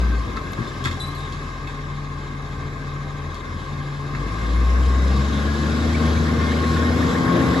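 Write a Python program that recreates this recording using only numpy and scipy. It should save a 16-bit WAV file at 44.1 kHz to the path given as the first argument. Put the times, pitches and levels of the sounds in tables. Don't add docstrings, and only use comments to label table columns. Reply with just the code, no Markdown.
import sys
import numpy as np
from scipy import signal
from scipy.fft import rfft, irfft, next_fast_len
from scipy.io import wavfile
from scipy.ndimage import uniform_filter1d, map_coordinates

SR = 44100
rng = np.random.default_rng(int(sys.argv[2]) if len(sys.argv) > 2 else 0)


def to_wav(sig):
    pcm = np.clip(np.atleast_2d(sig), -1, 1) * 32767
    pcm = np.round(pcm).astype(np.int16)
    wavfile.write(sys.argv[1], SR, pcm.T)


N = 335160

# time in s, firings per s.
FIRING = [(0, 59.5), (.2, 57.5), (.42, 46), (.75, 42.3), (1.4, 42.8), (4.08, 42.5), (4.4, 55.3), (4.57, 59),
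          (4.82, 63), (5.06, 66.2), (5.9, 78.5), (6.1, 78), (6.5, 78.4), (6.75, 80), (7.3, 85.2),
          (7.6, 87.3)]
# time in s, exhaust roar in dB, air rush in dB,
# exhaust note over its mean in dB, block clatter in dB.
ROAR = [(0, -29, -42, -1, -33), (.21, -33, -43.5, 0.5, -37), (.36, -32, -46, -3.5, -37),
        (.78, -33.5, -43, 1.5, -36), (1.29, -37, -45, 4.5, -36.5), (2.1, -38.5, -48.5, 3.5, -38.5),
        (2.77, -36.5, -48, 3.5, -38), (4.09, -36, -46, 2.5, -38), (4.32, -32, -42.5, 1.5, -33.5),
        (4.89, -28.5, -40.5, -1, -35), (5.33, -27, -37.5, -1, -34.5), (5.7, -26.5, -37.5, -2.5, -35.5),
        (5.9, -25.5, -35.5, 0.5, -34.5), (6.2, -24.5, -37.5, -1, -33.5), (6.77, -24, -35, -0.5, -34.5),
        (7.03, -22, -36.5, 1, -32.5), (7.47, -20, -35.5, -3, -30.5), (7.6, -21, -36.5, 3, -31)]
# start in s, drive to frame in dB, to small steel in dB, to bin in dB,
# time for the rattle to fall 24 dB in s, frequency near which the frame is struck in Hz.
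CONTACTS = [(.358, -37, -50, -47, .02, 1080), (.37, -34, -44, -31, 0.04, 1290),
            (0.467, -41, -50, -37, 0.06, 1620), (.533, -46, -44, -50, .012, 2190),
            (0.582, -40, -56, -22, 0.024, 1620), (.6, -42, -59, -20, .1, 1105),
            (.674, -58, -53, -26, .037, 2570), (0.839, -46, -36, -30, 0.07, 1090),
            (.848, -38, -34, -40, .05, 2170), (0.854, -28, -31, -21, 0.091, 1550),
            (.91, -42, -38.5, -25, 0.13, 2190), (1.322, -52, -43, -35, .09, 2540),
            (1.672, -43, -44.5, -48, 0.2, 2500), (3.35, -48, -46, -45, 0.13, 2200),
            (4.147, -34.5, -58, -28, 0.073, 1610), (4.258, -45, -54, -29.5, .1, 1105)]
# centre in Hz, width in Hz, gain of each of two passes in dB.
FRAME_MODES = [(1078, 340, 3), (1310, 77, 8), (1638, 390, 4.5), (2170, 300, 4.5), (2610, 260, 2.5)]


def amp(db):
    return 10 ** (np.asarray(db) / 20)


def unit(x):
    return x / np.sqrt(np.mean(x ** 2) + 1e-20)


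def along(points, hz):
    f, *cols = np.transpose(points)
    return np.squeeze([np.interp(np.log(hz + 1), np.log(f + 1), c) for c in cols])


def curves(rows):
    s, *cols = np.transpose(rows)
    return [np.interp(np.arange(N) / SR, s, c) for c in cols]


def wobble(rate, size=N):
    at = np.arange(0, size + 8, 8)
    knots = rng.standard_normal(int(size * rate / SR) + 4)
    return np.interp(np.arange(size), at, map_coordinates(knots, [at * rate / SR]))


def gate(start, end, edge):
    s = np.arange(N) / SR
    return np.clip(np.minimum(s - start, end - s) / edge, 0, 1)


def add(track, s, sound):
    part = track[round(s * SR):][:len(sound)]
    part += sound[:len(part)]


def filtered(x, response):
    m = next_fast_len(x.shape[-1] + SR // 4)
    spectrum = rfft(x, m) * response(np.fft.rfftfreq(m, 1 / SR))
    return irfft(spectrum, m)[..., :x.shape[-1]]


def resonances(modes):
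    def response(f):
        return sum((-1) ** k * amp(db) * 1j * f * w / (c * c - f * f + 1j * f * w)
                   for k, (c, w, db) in enumerate(modes))
    return response


def through_body(x, modes):
    return filtered(x, lambda f: resonances(modes)(f) ** 2)


def shaped(x, points):
    return filtered(x, lambda f: amp(along(points, f)))


def noise(patchy_db):
    z = signal.stft(rng.standard_normal(N), nperseg=512)[2]
    across_hz = uniform_filter1d(rng.standard_normal(z.shape), 5, axis=0)
    field = uniform_filter1d(across_hz, 12, axis=1)
    return signal.istft(z * amp(patchy_db * unit(field)), nperseg=512)[1][:N]


def glides(rows, edge):
    out = np.zeros(N)
    for s, from_hz, to_hz, length, db in rows:
        u = np.linspace(0, 1, round(length * SR))
        shape = np.clip(np.minimum(u, 1 - u) / edge, 0, 1)
        hz = from_hz + (to_hz - from_hz) * u
        add(out, s, np.sqrt(2) * amp(db) * shape * np.sin(2 * np.pi * np.cumsum(hz) / SR))
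    return out


def blurred(hz, width_hz, size=N, steady=0):
    turn = 2 * np.pi * np.cumsum(hz * np.ones(size)) / SR
    in_phase = (steady + wobble(width_hz, size=size)) * np.sin(turn)
    return unit(in_phase + wobble(width_hz, size=size) * np.cos(turn))


def bird():
    # slur start in s, slur level in dB, flick level in dB.
    syllables = [(5.928, -44, -28), (6.048, -36, -40), (6.151, -38, -36), (6.27, -35, -40),
                 (6.393, -33, -42), (6.514, -29.5, -38), (6.638, -33, -42), (6.763, -30, -41),
                 (6.893, -32, -46), (7.021, -29, -44), (7.148, -30, -43), (7.276, -27, -39),
                 (7.408, -31, -41), (7.54, -31, -46)]
    sweep, slur, flick = (1250, 2700, .062), (1520, 2000, .014), (2190, 2380, .019)
    sweep_before_s, flick_after_s, sweep_db = .024, .014, -46
    rows = []
    for s, slur_db, flick_db in syllables:
        rows.append((s - sweep_before_s, *sweep, sweep_db))
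        rows.append((s, *slur, slur_db))
        rows.append((s + flick_after_s, *flick, flick_db))
    return glides(rows, edge=0.35)


def rolling():
    # frequency in Hz, level in dB per Hz.
    tyre_spectrum = [(500, -19), (800, -70), (1400, 14), (2000, 7), (3000, -25), (5000, -44.5)]
    pull_away_s, final_db, rise_db, rise_s = 4.22, -33, 17, 1
    since = np.maximum(np.arange(N) / SR - pull_away_s, 0)
    tyre_db = final_db - rise_db * np.exp(-since / rise_s)
    return amp(tyre_db) * unit(shaped(noise(2.7), tyre_spectrum))


def pump():
    # start in s, end in s, level in dB.
    strokes = [(0.793, 1.55, -33.5), (1.592, 3.337, -33), (3.348, 3.654, -37), (3.666, 4.234, -31)]
    # multiple of the pump pitch, mean level re stroke in dB.
    pump_orders = [(1, -1), (1.5, -18), (2, -14.5), (3, -17.5), (4, -27), (5.52, -23), (6.02, -24)]
    running_hz, starts_lower_hz, spin_up_s, valve_travel_s = 142.7, 12, .15, 0.025
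    since = np.maximum(np.arange(N) / SR - strokes[0][0], 0)
    hz = running_hz - starts_lower_hz * np.exp(-(since / spin_up_s) ** 2) + 0.673 * wobble(5)
    turn = 2 * np.pi * np.cumsum(hz) / SR
    engaged = sum(amp(db) * gate(a, b, valve_travel_s) for a, b, db in strokes)
    pulses = 0
    for k, level_db in pump_orders:
        waver_db = (1.0 + 0.57 * k) * wobble(10 + 3.5 * k)
        pulses = pulses + amp(level_db + waver_db) * np.sin(k * turn)
    return engaged * np.sqrt(2) * pulses


def gears():
    # start in s, end in s, start pitch in Hz, end pitch in Hz, level in dB, waver in dB.
    whines = [(0, 0.203, 1565, 1562, -44, 4.5), (4.882, 5.098, 1966, 2030, -48.5, 1),
              (5.05, 5.22, 1156, 1156, -40.5, 3.7), (5.438, 5.709, 1648, 1720, -42.5, 2.5),
              (6.298, 6.547, 2050, 2160, -42, 2.5), (6.74, 7.027, 2104, 2190, -47, 4),
              (4.88, 5.36, 3835, 3870, -54, 5), (5.86, 6.4, 4470, 4480, -53.5, 3),
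              (6.56, 6.66, 4030, 4240, -51.5, 3), (6.65, 6.78, 4220, 4260, -52, 3),
              (7.03, 7.197, 1133, 1158, -37, 3)]
    waver = wobble(45)
    return sum(amp(waver_db * waver) * glides([(a, from_hz, to_hz, b - a, db)], edge=0.14)
               for a, b, from_hz, to_hz, db, waver_db in whines)


def gearbox():
    # time in s, mesh whine level in dB.
    mesh_level = [(4.3, -62), (5.4, -50), (5.48, -39), (5.6, -40), (5.7, -45), (6.05, -42), (6.15, -46),
                  (6.45, -40), (6.7, -46), (6.85, -40), (7.17, -37), (7.25, -45), (7.4, -40), (7.6, -40)]
    # centre in Hz, level re block clatter in dB.
    strands = [(550, -25), (1077, -15.5), (1150, -15), (1556, -23), (1632, -24), (2137, -19), (2595, -25.5)]
    teeth_per_firing = 23
    (rate,), (mesh_db,), block_db = curves(FIRING), curves(mesh_level), curves(ROAR)[3]
    fixed_whines = sum(amp(db) * blurred(hz, width_hz=14, steady=0.67) for hz, db in strands)
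    mesh = blurred(teeth_per_firing * rate, width_hz=35, steady=2.2)
    return amp(mesh_db) * mesh + amp(block_db) * fixed_whines


def panel():
    # time in s, mean level in dB.
    panel_level = [(4.1, -51), (4.25, -44), (4.45, -46.5), (4.64, -37), (4.78, -50), (4.92, -32),
                   (5.05, -42.5), (5.42, -39.5), (5.5, -48.5), (5.66, -39), (5.74, -50.5), (6.06, -36),
                   (6.15, -51), (6.45, -38), (6.57, -45.5), (6.6, -31), (6.77, -31), (6.82, -35),
                   (6.95, -38), (7.15, -35), (7.3, -28.5), (7.4, -32), (7.6, -30.5)]
    mean_hz, bend_hz_per_db = 1073, .9
    db, = curves(panel_level)
    hz = mean_hz + bend_hz_per_db * (db - db.mean()) + 1.2 * wobble(20)
    tone = np.sqrt(2) * np.sin(2 * np.pi * np.cumsum(hz) / SR) * amp(0.36 * wobble(60))
    return gate(panel_level[0][0], N, 0.091) * amp(db) * tone


def pivot():
    # start in s, pitch in Hz, level in dB, held time in s, unsteadiness in Hz.
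    squeaks = [(.585, 3710, -52.5, .059, 170), (.672, 3550, -44, .029, 170), (.998, 3960, -29, .05, 140),
               (.999, 3560, -37, .02, 250), (1.02, 3720, -45, .035, 300), (1.066, 3980, -36, .025, 170),
               (1.09, 4000, -41.5, .03, 170), (1.146, 4350, -44, .016, 200), (1.147, 4010, -42, .025, 150),
               (1.172, 3710, -40.5, .097, 220), (1.18, 4000, -46, .09, 150), (6.16, 6200, -50, .055, 600)]
    # multiple of the pitch, level in dB.
    overtones = [(1, -3), (2.05, -15.5), (2.82, -19)]
    sag_db_per_s, stop_db_per_s, core_over_blur = 60, 700, 1.4
    out, t = np.zeros(N), np.arange(SR // 4) / SR
    attack = 1 - np.exp(-t / 0.0017)
    for s, hz, db, held_s, width_hz in squeaks:
        for k, level_db in overtones:
            fade_db = -sag_db_per_s * k * t - stop_db_per_s * np.maximum(t - held_s, 0)
            tone = blurred(k * hz, width_hz * k, size=len(t), steady=core_over_blur / k)
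            add(out, s, amp(db + level_db + fade_db) * attack * tone)
    return out


def arm():
    # centre in Hz, width in Hz, gain of each of two passes in dB.
    steel_modes = [(3380, 540, 4), (3930, 340, 3.5), (4390, 240, 2.5), (5320, 450, 1), (6660, 1600, -2.5),
                   (9500, 2500, -4), (11550, 3700, -8)]
    # frequency in Hz, mean level re thud in dB, t60 in s.
    bin_modes = [(121.6, 4.5, 0.11), (233, 0, 0.1), (340, 4, 0.042)]
    crack_over_rattle_db, crack_t60_s = 8.5, 0.011
    frame, steel, thuds = np.zeros(N), np.zeros(N), np.zeros(N)
    t = np.arange(SR // 4) / SR
    for s, frame_db, steel_db, thud_db, rattle_s, _ in CONTACTS:
        crack = amp(crack_over_rattle_db - 60 * t / crack_t60_s)
        rattle = amp(-24 * t / rattle_s)
        envelope = (crack + rattle) * (1 - np.exp(-t / 0.00098))
        blow = envelope * amp(1.2 * wobble(310, size=len(t))) * rng.standard_normal(len(t))
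        add(frame, s, amp(frame_db) * blow)
        add(steel, s, amp(steel_db) * blow)
        thud = sum(amp(db + rng.normal(0, 1) - 60 * t / t60) * np.sin(2 * np.pi * hz * t)
                   for hz, db, t60 in bin_modes)
        add(thuds, s, amp(thud_db) * thud * (1 - np.exp(-t / 0.0054)))
    knocks = amp(7.0) * through_body(frame, FRAME_MODES)
    rattles = amp(8.0) * through_body(steel, steel_modes)
    return knocks + rattles + thuds


def clangs():
    # start in s, drive before its band filter in dB, centre in Hz, width in Hz.
    ticks = [(.367, -20, 4300, 1800), (.52, -33, 11500, 5000), (.532, -24, 3500, 5500),
             (3.344, -23, 4200, 3300)]
    ring_over_blow_db, ring_t60_s, off_mode_db_per_octave, tick_t60_s = 8.5, 0.079, 39, .02
    out, t = np.zeros(N), np.arange(SR // 4) / SR
    attack = 1 - np.exp(-t / 0.0017)
    for s, frame_db, *_, struck_hz in CONTACTS:
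        ring = 0
        for hz, _, _ in FRAME_MODES:
            mode_db = rng.normal(0, 2.5) - off_mode_db_per_octave * abs(np.log2(hz / struck_hz))
            ring = ring + amp(mode_db) * np.sin(2 * np.pi * hz * rng.normal(1, 0.012) * t)
        decay = amp(frame_db + ring_over_blow_db - 60 * t / ring_t60_s)
        add(out, s, np.sqrt(2) * decay * attack * ring)
    for s, db, hz, width_hz in ticks:
        puff = amp(db - 60 * t / tick_t60_s) * (1 - np.exp(-t / 0.00073)) * rng.standard_normal(len(t))
        add(out, s, through_body(puff, [(hz, width_hz, 0)]))
    return out


def note():
    # multiple of firing, level in dB, dB gained per dB of roar, waver in dB, wavers per s.
    firing_orders = [(1, 1.7, -0.08, -0.5, 9.3), (2, -4.5, 0.34, 3, 12), (3, -15.5, .5, 1.1, 13)]
    # multiple of firing, mean level re exhaust roar in dB.
    uneven_orders = [(0.58, -42), (4 / 3, -19), (1.5, -22), (5 / 3, -20.5), (8 / 3, -17), (10 / 3, -14),
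                     (4, -23), (14 / 3, -22), (6, -26.5), (19 / 3, -26)]
    # frequency in Hz, gain in dB.
    pipe = [(42, -43), (49, -29), (54, -31.5), (59, -18.5), (63, -15), (67, -18), (71, -22.5), (79, -22),
            (83, -24.5), (86, -41), (106, -31), (118, -44), (133, -30), (146, -31.5), (157, -29.5),
            (164, -27.5), (176, -28.5), (188, -47), (200, -18.5), (220, -17), (245, -17), (265, -20)]
    rate, = curves(FIRING)
    exhaust_db, _, note_db, _ = curves(ROAR)
    effort_db = exhaust_db - exhaust_db.min()
    turn = 2 * np.pi * np.cumsum(rate) / SR

    def tone(k, db):
        return np.sqrt(2) * amp(db) * np.sin(k * turn + rng.uniform(0, 2 * np.pi))

    out = np.zeros(N)
    for k, db, grows, waver_db, speed in firing_orders:
        pipe_db = along(pipe, k * rate)
        out += tone(k, note_db + db + grows * effort_db + pipe_db + waver_db * wobble(speed))
    for k, db in uneven_orders:
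        out += tone(k, exhaust_db + db + 4.6 * wobble(6.4))
    return out


def engine():
    # frequency in Hz, level in dB per Hz.
    exhaust_spectrum = [(25, -43), (45, -17.5), (70, -1.5), (120, -2.5), (190, -3.5), (260, -3),
                        (400, -7.5), (700, -15), (1400, -26), (2500, -52)]
    # frequency in Hz, level in dB per Hz.
    air_spectrum = [(1200, -6), (2300, -5.5), (2900, -4), (3350, -1.5), (3850, -1), (4250, -6),
                    (4500, -4.5), (4800, -7), (5300, -5.5), (6100, -11), (7600, -13.5), (8400, -19.5),
                    (11000, -21), (12000, -32), (12900, -51), (14400, -43), (15100, -35), (15700, -37)]
    # centre in Hz, width in Hz, gain of each of two passes in dB.
    block_modes = [(788.5, 25, -10.5), (1067, 47, 4), (1106.4, 308, -1), (1309, 167, -6), (1550, 32, -4),
                   (1651, 117, -3), (1759, 106, -5), (1920, 98, -6.5), (2110, 104, -5.5),
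                   (2610, 244, -11.5)]
    cab_modes = [(339, 22.4, 1.5), (457, 80, -3.5)]
    valve_modes = [(3720, 750, 4), (6860, 720, 0)]
    # time in s, valve tick level in dB.
    valve_level = [(0, -55.5), (4.75, -55), (5.0, -48), (5.3, -44.5), (5.42, -50), (5.8, -47), (5.96, -53),
                   (6.06, -46), (6.24, -53), (7.6, -51)]
    cab_re_roar_db, cab_start_s, cab_build_s = -14.5, 4.36, .4
    firing_swell_db, half_beat_db = 2, 2.2
    rate, = curves(FIRING)
    exhaust_db, air_db, _, block_db = curves(ROAR)
    turn = 2 * np.pi * np.cumsum(rate) / SR
    firing = np.cos(turn)
    crank = 0.25 * np.cos(turn / 3) + 0.64 * np.cos(turn / 2 + 2.95) + 0.12 * np.cos(turn * 2 / 3 + 2.0)

    puffs = noise(1.0) * amp(1.35 * firing)
    exhaust = unit(shaped(puffs, exhaust_spectrum))
    cab = amp(cab_re_roar_db) * unit(through_body(puffs, cab_modes))
    cab = gate(cab_start_s, N, cab_build_s) * cab

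    clatter_db = firing_swell_db * firing + half_beat_db * np.cos(turn / 2) + 2.1 * crank
    block = unit(through_body(noise(0.5) * amp(clatter_db), block_modes))
    rush_db = 0.15 * firing + 1.0 * crank + 0.68 * wobble(8)
    air = unit(shaped(noise(1.9) * amp(rush_db), air_spectrum))

    tick = amp(5.6 * np.cos(turn / 3 + 1.33 * wobble(5.0))) * rng.standard_normal(N)
    valves = amp(curves(valve_level)[0]) * unit(through_body(tick, valve_modes))
    return valves + amp(exhaust_db) * (exhaust + cab) + amp(block_db) * block + amp(air_db) * air


def truck():
    return engine() + rolling() + arm() + pivot()


def ports(direct, scattered):
    # frequency in Hz, likeness of the ports 0-1, lead of left in radians, left over right in dB.
    port_pair = [(30, .985, 0, 2.6), (100, .98, 0, 1.8), (170, .93, -.25, 2.6), (300, .9, -.15, 2.5),
                 (650, .3, -.2, 4.5), (1100, .7, 0, 5), (1500, .3, 2, 4), (2000, .55, 2.5, -1),
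                 (2800, .35, -1.2, -1), (3700, .78, 0, -1), (5500, .4, -1, 1), (6000, .25, 1.2, 2),
                 (7000, .65, .5, -1.5), (7800, .15, .6, 5), (8400, .7, 3.0, 1), (8900, .88, 3.14, .5),
                 (9600, .65, 3.5, -1.5), (10100, .4, 5, 0), (10500, .93, 6.2, 0), (11000, 1, 6.28, 0),
                 (12700, 1, 6.28, 0), (13250, .25, 7.5, 0), (13900, 1, 9.42, 0)]

    def share(f, part):
        alike, lead, tilt_db = along(port_pair, f)
        side = np.array([[1], [-1]])
        mix = part(side * np.arccos(np.clip(alike, 0, 1)) / 2)
        return amp(side * tilt_db / 2) * np.exp(.5j * side * lead) * mix

    return filtered(direct, lambda f: share(f, np.cos)) + filtered(scattered, lambda f: share(f, np.sin))


def scene():
    in_step = amp([[1.5], [-1.5]]) * gears() + amp([[-.5], [.5]]) * bird()
    direct = truck() + note() + panel() + pump() + gearbox() + clangs()
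    return ports(direct, truck()) + in_step


def record(dry):
    top_hz = 15700
    return filtered(dry, lambda f: f < top_hz)


dry = scene()
out = record(dry)
to_wav(out)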